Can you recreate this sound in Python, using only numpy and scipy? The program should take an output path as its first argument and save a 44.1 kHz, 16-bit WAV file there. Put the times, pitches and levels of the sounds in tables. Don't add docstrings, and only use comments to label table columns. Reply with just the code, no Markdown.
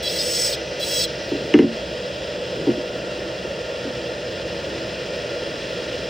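import sys
import numpy as np
from scipy import signal
from scipy.fft import rfft, irfft
from scipy.io import wavfile
from scipy.ndimage import uniform_filter1d, minimum_filter1d

SR = 44100
rng = np.random.default_rng(int(sys.argv[2]) if len(sys.argv) > 2 else 0)


def int16_out(signal):
    q = np.round(np.clip(np.atleast_2d(signal).T, -1, 1) * 32767)
    wavfile.write(sys.argv[1], SR, q.astype(np.int16))


N = 268569
TIME = np.arange(N) / SR
FREQ = np.maximum(np.arange(N // 2 + 1) * SR / N, 1)
SIDES = np.array([[1], [-1]])


def from_db(db):
    return 10 ** (np.asarray(db) / 20)


def rms_one(x):
    return x / np.sqrt(np.mean(x ** 2) + 1e-20)


def in_time(rows):
    s, *columns = np.transpose(rows)
    return [np.interp(TIME, s, c) for c in columns]


def coloured(x, spectrum, resonances=()):
    hz, db = np.transpose(spectrum)
    shape = np.interp(np.log(FREQ), np.log(hz), db)
    for centre, width, boost in resonances:
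        shape = shape + boost / (1 + (2 * (FREQ - centre) / width) ** 2)
    return rms_one(irfft(rfft(x) * from_db(shape), N))


def drift(rate, size=16384):
    hz = np.arange(size // 2 + 1) * SR / N
    slow = irfft(rfft(rng.standard_normal(size)) / (1 + (hz / rate) ** 2))
    return np.interp(TIME, np.arange(size) * N / SR / size, rms_one(slow))


def low_pass(x, hz, order=2):
    sos = signal.butter(order, min(hz, .45 * SR), fs=SR, output="sos")
    return signal.sosfilt(sos, x + 1e-18)


def ring(force, modes):
    out = np.zeros(N)
    for k, (hz, db, t60) in enumerate(modes):
        r, w = from_db(-60 / (t60 * SR)), 2 * np.pi * hz / SR
        mode = signal.lfilter([0, np.sin(w)], [1, -2 * r * np.cos(w), r * r], force + 1e-18)
        out += (-1) ** k * from_db(db) * mode
    return out


def touch(start, end, rise_s, fall_s):
    return np.clip((TIME - start) / rise_s + 1, 0, 1) * np.exp(-np.maximum(TIME - end, 0) / fall_s)


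# f/Hz, level/dB per Hz
SUCTION_NOISE_SPECTRUM = [(20, -22), (40, -17), (60, 1.5), (200, -4), (420, 1.15), (630, 1.5), (780, -11),
                          (1150, -17), (2700, -10), (5300, -14), (7000, -32), (9000, -28), (12000, -64.5),
                          (15500, -31.5)]
# f/Hz, width/Hz, level/dB
HOOD_RESONANCES = [(77.5, 3.8, -2), (105.3, 9.4, -17), (126.3, 18, 6.5), (183.7, 23, 8.5), (295, 197, -3),
                   (332.6, 13.4, 11), (492.6, 38, 9), (577, 98, 7.5), (899, 54, 6), (1903, 590, 4.5),
                   (2180, 240, -8), (2434, 21, 6), (2760, 50, 7), (3335, 310, 3), (3660, 120, -9.5),
                   (4400, 79, -4.5), (4610, 47, -8.5), (5196, 64, 5.5), (5800, 66, -3), (6170, 130, -0.5),
                   (6770, 70, 11.5)]
# start t/s, end t/s, f/Hz, width/Hz, level/dB
HELD_POSITIONS = [(0, 1.5, 1050, 120, -6.5), (0, 2.9, 1420, 90, 4), (1.85, 2.7, 3250, 350, 2),
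                  (1.85, 2.9, 4960, 300, 1), (1.85, 6.09, 4270, 200, -4), (3, 6.09, 1393, 50, 8),
                  (3, 6.09, 1820, 54.6, 4.5)]
# t/s, level/dB
HISS_LEVEL = [(0, 2.1), (1.4, 2.5), (3.0, 0.5), (6.1, 3.5)]
# f/Hz, level/dB per Hz
WIDE_NOISE_SPECTRUM = [(60, -79.5), (250, 6.5), (520, 25), (900, 17.5), (1150, 7), (1380, 34.5),
                       (1800, -13), (4700, -102), (5500, 8.5), (8000, 5.5), (10800, -47), (12300, -48),
                       (13700, -2), (16000, -64)]
SUCTION_DB = -28.5


def extractor():
    air = coloured(rng.standard_normal(N), SUCTION_NOISE_SPECTRUM, HOOD_RESONANCES)
    for start, end, hz, width_hz, db in HELD_POSITIONS:
        band = signal.lfilter(*signal.iirpeak(hz, hz / width_hz, fs=SR), air)
        air = air + (from_db(db) - 1) * touch(start, end, rise_s=0.18, fall_s=.15) * band
    roar = irfft(rfft(air) / (1 + (FREQ / 1200) ** 6), N)
    hiss = (air - roar) * from_db(in_time(HISS_LEVEL)[0] + 0.55 * drift(24))
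    wide = coloured(rng.standard_normal(N), WIDE_NOISE_SPECTRUM) * SIDES
    return from_db(SUCTION_DB) * (roar * from_db(-.35 * SIDES) + hiss + from_db(-13.5) * wide)


# start t/s, end t/s, level/dB
CAST_SLIDES = [(1.36, 1.48, -34), (2.585, 2.737, -31), (3.028, 3.195, -39.5), (3.422, 3.513, -40),
               (4.495, 6.09, -38.5)]
# f/Hz, level/dB per Hz
RUB_SPECTRUM = [(50, -27), (120, -3.5), (230, -5), (330, -1), (440, 1.5), (700, -22), (2000, -42.5)]
SLIDE_RISE_S, SLIDE_FALL_S = 0.11, 0.11
PICKED_UP_S, GRIP_DB = 1.1, -45


def cast_rub():
    rub = coloured(rng.standard_normal(N) * from_db(2.0 * drift(23)), RUB_SPECTRUM)
    sliding = sum(from_db(db) * touch(start, end, SLIDE_RISE_S, SLIDE_FALL_S) for start, end, db in CAST_SLIDES)
    gripping = from_db(GRIP_DB) * (TIME > PICKED_UP_S)
    return np.hypot(sliding, gripping) * rub


# t/s, push level/dB, contact hardness f/Hz, tick level/dB,
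# share pressed down by the hand (0-1)
CAST_LANDINGS = [(1.315, -18, 385, -72, 0.2), (1.3467, -19.5, 279, -70, 0.3), (1.5391, 2, 267, -9, 0.4),
                 (1.552, 5, 155, -25, 0.56), (1.5756, 6.5, 107, -30, 0.6), (1.5887, -2, 332, -13.5, 0),
                 (1.6184, -12, 433, -33, 0.3), (1.6352, 9.5, 80, -42, 0), (2.6684, -17.5, 620, -38, .98),
                 (2.6745, -2, 129, -45, .74), (2.6825, -9.5, 222, -45, 0.4), (2.691, -5.5, 158, -45, 0.5),
                 (2.7001, -17, 212, -26.5, 0.5), (2.772, -18, 200, -72, .3), (3.8457, -16, 144, -70, 0),
                 (3.867, -12.5, 113, -70, 0)]
# f/Hz, level/dB, t60/s
BENCH_MODES = [(104, -26.5, .136), (135, -22.5, .139), (167.6, -21.5, 0.2), (227.5, -10.5, 0.34),
               (269.6, 4.5, .107), (291.5, 10.5, 0.052), (358, 0, 0.23), (440.4, 5, 0.094),
               (408, 10.5, 0.012), (597, -9, 0.083), (767, -9, 0.087), (928, -6, 0.065), (1080, -15, .15)]
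# f/Hz, level/dB, t60/s
CAST_MODES = [(1710, -16, 0.081), (2060, -11, 0.069), (2160, -18, .026), (2530, -5, 0.012),
              (2870, -3, 0.024), (3180, -15, .012), (4960, -18, .016), (5940, -19, .024)]
# f/Hz, level/dB per Hz
CRUNCH_SPECTRUM = [(300, -7.5), (900, -1), (2200, 5.5), (3200, -6), (4500, -20), (9000, -33), (16000, -55)]
HELD_T60_S, CRUNCH_DECAY_S = 0.067, 0.015


def bumps():
    free_push, held_push, tick = np.zeros((3, N))
    for s, db, hardness_hz, tick_db, held in CAST_LANDINGS:
        click = np.zeros(N)
        click[round(s * SR)] = 1
        push = from_db(db) * low_pass(click, hardness_hz)
        held = np.clip(held, 0, 1)
        free_push += (1 - held) * push
        held_push += held * push
        tick += from_db(tick_db) * click
    damped = [(hz, db, min(t60, HELD_T60_S)) for hz, db, t60 in BENCH_MODES]
    boom = ring(free_push, BENCH_MODES) + ring(held_push, damped)
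    boom = signal.sosfilt(signal.butter(2, 85, "high", fs=SR, output="sos"), boom)
    clack = low_pass(ring(tick, CAST_MODES), 6000)
    crumbling = signal.lfilter([1], [1, -np.exp(-1 / (CRUNCH_DECAY_S * SR))], tick + 1e-18)
    crunch = from_db(-12.0) * crumbling * coloured(rng.standard_normal(N), CRUNCH_SPECTRUM)
    return boom + clack + crunch


EASED_SHARE = 0.86


def pressure(start, end, press_s, ease_s):
    easing = np.clip((TIME - end) / ease_s + 1, 0, 1)
    return np.clip((TIME - start) / press_s, 0, 1) * (1 - EASED_SHARE * easing)


FREE_HZ, INERTIA_HZ = 669, 5
WAVER_HZ, PRESSED_WAVER_HZ = .45, .6
MOTOR_OFF_S, COAST_S = 1.186, .27


def spindle(load_hz, pressed):
    coasting = 1 + (np.maximum(TIME - MOTOR_OFF_S, 0) / COAST_S) ** 2
    speed = (FREE_HZ - low_pass(load_hz, INERTIA_HZ, order=1)) / coasting
    waver = WAVER_HZ + (PRESSED_WAVER_HZ - WAVER_HZ) * pressed
    return 2 * np.pi * np.cumsum(speed + waver * drift(31.5)) / SR


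def tone(angle, orders, rough, flutter_hz):
    out = np.zeros(N)
    for multiple, db in orders:
        tremble = 1 + rough * (drift(flutter_hz) + 1j * drift(flutter_hz))
        phase = multiple * angle + rng.uniform(0, 2 * np.pi)
        out += from_db(db) * np.real(tremble * np.exp(1j * phase))
    return out * np.sqrt(2 / (1 + 2 * rough ** 2))


def grit(angle, bite, judder_db):
    grains = rng.uniform(-1.3, 1, N) * (rng.random(N) < .4)
    judder = np.clip(drift(200), -2, 2)
    return rms_one(grains * np.exp(bite * np.cos(angle)) * from_db(judder_db * judder))


def struck_metal(x, centre_hz, width_hz, count=256):
    hz, s, frames = signal.stft(x, SR, nperseg=count)
    detune = (hz[:, None] - np.interp(s, TIME, centre_hz)) / (width_hz / 2)
    y = signal.istft(frames / np.sqrt(1 + detune ** 2), SR)[1][:N]
    return y / np.sqrt(uniform_filter1d(y ** 2, size=1200) + 1e-12)


# multiple of the speed, level/dB
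WHINE_ORDERS = [(3, -49), (4.08, -51), (7.8, -49), (8.57, -49.5), (9, -51.5), (26, -58)]
WHINE_END_S = 1.295


def bearing_whine(angle):
    return tone(angle, WHINE_ORDERS, rough=.35, flutter_hz=16) * touch(0, WHINE_END_S, rise_s=.01, fall_s=.028)


# multiple of the speed, level/dB
SQUEAL_ORDERS = [(3, -8), (8, 3), (10, -6.5), (11, -15), (12, 4), (13, -9), (14, -14), (22, -14), (23, -10)]


def shank_squeal(angle):
    return tone(angle, SQUEAL_ORDERS, rough=.25, flutter_hz=45)


# f/Hz, level/dB per Hz
BRIGHT_HISS_SPECTRUM = [(5000, -34), (7200, 8), (8000, 11), (9100, 18.5), (9700, -25), (10800, -34),
                        (12300, -21), (14000, 18.5), (15100, 14), (16000, -5)]
# f/Hz, width/Hz, level/dB
SHANK_RESONANCES = [(7100, 400, -3), (8440, 170, -5), (14400, 300, -6), (15150, 300, 8)]


def bright_hiss(angle):
    spray = grit(angle, bite=0.58, judder_db=0.5) + 0.2 * SIDES * rng.standard_normal(N)
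    return coloured(spray, BRIGHT_HISS_SPECTRUM, SHANK_RESONANCES)


# f/Hz, level/dB per Hz
GRIT_SPECTRUM = [(1000, -27), (2000, -8.5), (3200, -4.5), (4000, -11.5), (4900, -4.5), (5400, -0.5),
                 (6000, -8), (6600, -3.5), (7100, -16), (9000, -50)]


def scouring(angle, centre_hz):
    grains = coloured(grit(angle, bite=0.85, judder_db=-0.5), GRIT_SPECTRUM)
    return struck_metal(grains, centre_hz + 150 * drift(25), width_hz=2400)


CATCHES_PER_S, CATCH_WANDER_HZ, CATCH_WIDTH_HZ, CATCH_DB = 28, 420, 140, -6.5


def catches(angle, centre_hz):
    ring_hz = centre_hz + CATCH_WANDER_HZ * drift(CATCHES_PER_S)
    ringing = struck_metal(grit(angle, bite=1.0, judder_db=11), ring_hz, CATCH_WIDTH_HZ)
    return ringing * from_db(CATCH_DB + 3 * np.clip(drift(CATCHES_PER_S), -2, 1.5))


# multiple of the speed, level/dB
STRIKE_ORDERS = [(3, -5), (4, -7), (5, 2.5), (6, 1), (7, -2.5), (8, -6), (9, -9)]


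def turn_strikes(angle):
    return tone(angle, STRIKE_ORDERS, rough=.27, flutter_hz=50)


# start t/s, end t/s, final level/dB, resonance f/Hz
CHATTER_BOUTS = [(0.034, .081, -24, 3570), (0.1, .125, -33, 3500), (0.152, .175, -28, 3700),
                 (.347, 0.373, -32, 4000), (.514, .55, -32.5, 3400), (.808, 0.839, -25, 3370),
                 (0.874, 0.984, -26.5, 3500), (.993, 1.022, -21, 4610), (1.04, 1.053, -28, 3580)]
CHATTER_GROWTH_DB = 10.5
CHATTER_SPREAD_DB, CHATTER_WANDER_HZ, CHATTER_CHANGES_PER_S = 1.8, 160, 35


def chatter(strikes):
    level = np.zeros(N)
    for start, end, db, _ in CHATTER_BOUTS:
        to_go = np.clip((end - TIME) / (end - start), 0, 1)
        level += from_db(db - CHATTER_GROWTH_DB * to_go) * touch(start, end, rise_s=0.0049, fall_s=0.006)
    centre_hz, = in_time([(s, hz) for start, end, _, hz in CHATTER_BOUTS for s in (start, end)])
    centre_hz = centre_hz + CHATTER_WANDER_HZ * drift(CHATTER_CHANGES_PER_S)
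    uneven = from_db(CHATTER_SPREAD_DB * np.clip(drift(CHATTER_CHANGES_PER_S), -2, 1))
    return level * uneven * struck_metal(strikes, centre_hz, width_hz=990)


# start t/s, end t/s, level/dB
SKIP_SPELLS = [(0.095, 0.103, -30), (0.193, 0.219, -26), (0.535, 0.538, -24.5)]
# multiple of the speed, level/dB
SKIP_ORDERS = [(5.5, -8), (6.5, -5), (7.5, 0), (8.5, -12)]


def skips(angle):
    skipping = sum(from_db(db) * touch(start, end, rise_s=0.012, fall_s=0.0085) for start, end, db in SKIP_SPELLS)
    return skipping * tone(angle, SKIP_ORDERS, rough=0.4, flutter_hz=45)


# start t/s, end t/s, first f/Hz, last f/Hz, level/dB
EDGE_SQUEAKS = [(.39, .425, 5600, 5450, -33), (.452, .492, 4980, 4730, -30.5),
                (.972, 1.012, 4950, 4800, -32.5), (1.03, 1.053, 4480, 4020, -27.5)]
# multiple of its pitch, level/dB
STRANDS = [(.83, -7), (1, 0), (1.14, -8)]
SQUEAK_WOBBLE_HZ = 30


def squeaks():
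    level, pitch_points = np.zeros(N), []
    for start, end, first_hz, last_hz, db in EDGE_SQUEAKS:
        level += from_db(db) * touch(start, end, rise_s=.005, fall_s=0.0043)
        pitch_points += [(start, first_hz), (end, last_hz)]
    pitch_hz, = in_time(pitch_points)
    glide = 2 * np.pi * np.cumsum(pitch_hz + SQUEAK_WOBBLE_HZ * drift(90)) / SR
    return level * tone(glide, STRANDS, rough=.3, flutter_hz=90)


# start t/s, end t/s,
# time to full pressure t/s, easing time t/s, scouring level/dB (reached only at OVERPRESSED),
# squeal level/dB at full pressure, further sag at full pressure/turns per s
GRIND_SPELLS = [(.03, .55, 0.392, 0.083, -23.5, -31, 1.366), (.799, 1.054, 0.145, 0.012, -25.5, -33.5, 5.2)]
DRAG_HZ = 5.3
SCOUR_SWING_DB, BRIGHT_SWING_DB, SQUEAL_SWING_DB = 8, 6.5, 14
LIGHT_HZ, PRESSED_HZ = 4030, 4970
OVERPRESSED = 1.5
BRIGHT_DB, STRIKES_DB = -28.5, -11


def handpiece():
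    pressed, load_hz, scour_gain, bright_gain, squeal_gain = np.zeros((5, N))
    for start, end, press_s, ease_s, scour_db, squeal_db, sag_hz in GRIND_SPELLS:
        touching = touch(start, end, rise_s=.004, fall_s=.005)
        force = pressure(start, end, press_s, ease_s)
        pressed += touching * force
        load_hz += touching * (DRAG_HZ + sag_hz * force)
        scour_gain += touching * from_db(scour_db + SCOUR_SWING_DB * (force - OVERPRESSED))
        bright_gain += touching * from_db(BRIGHT_DB + BRIGHT_SWING_DB * (force - OVERPRESSED))
        squeal_gain += touching * from_db(squeal_db + SQUEAL_SWING_DB * (force - 1))
    angle = spindle(load_hz, pressed)
    centre_hz = LIGHT_HZ + (PRESSED_HZ - LIGHT_HZ) * pressed
    strikes = turn_strikes(angle)
    rattle = from_db(STRIKES_DB) * struck_metal(strikes, centre_hz, width_hz=1300)
    cutting = scour_gain * (scouring(angle, centre_hz) + rattle + catches(angle, centre_hz))
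    bright = bright_gain * bright_hiss(angle)
    squeal = squeal_gain * shank_squeal(angle)
    return cutting + chatter(strikes) + skips(angle) + squeaks() + bright + squeal + bearing_whine(angle)


def room(x, t60, wet_db, spread_hz):
    t = TIME[:SR // 2]
    mid, side = rng.standard_normal((2, len(t))) * from_db(-60 * t / t60) * (t > .003)
    tails = (mid + low_pass(side, spread_hz) * SIDES) / np.linalg.norm(mid)
    return x + from_db(wet_db) * signal.fftconvolve(np.atleast_2d(x), tails, axes=1)[:, :N]


PORT_LAG_S, PORT_SPLIT_HZ = 4.3e-5, 7020


def ports(x):
    lead = np.pi * FREQ * PORT_LAG_S / (1 + (PORT_SPLIT_HZ / FREQ) ** 10)
    return irfft(rfft(x, N) * np.exp(1j * lead * SIDES), N)


def scene():
    cast = room(bumps() + cast_rub(), t60=0.26, wet_db=-23.5, spread_hz=1000)
    tool = room(handpiece(), t60=0.056, wet_db=-21, spread_hz=330)
    return ports(extractor() + cast + tool)


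def limiter(x, ceiling_db, hold_s, smooth_hz):
    need_db = np.minimum(ceiling_db - 20 * np.log10(np.abs(x).max(axis=0) + 1e-9), 0)
    half = int(hold_s * SR / 2)
    held_db = minimum_filter1d(need_db, 2 * half + 1, origin=half - SR // 250)
    return x * from_db(low_pass(held_db, smooth_hz, order=1))


CUTOFF_HZ = 15850


def record(dry):
    loud = limiter(dry, ceiling_db=-.5, hold_s=.125, smooth_hz=120)
    top_cut = signal.ellip(12, .1, 80, CUTOFF_HZ, fs=SR, output="sos")
    return signal.sosfilt(top_cut, np.clip(loud, -1, 1))


dry = scene()
out = record(dry)
int16_out(out)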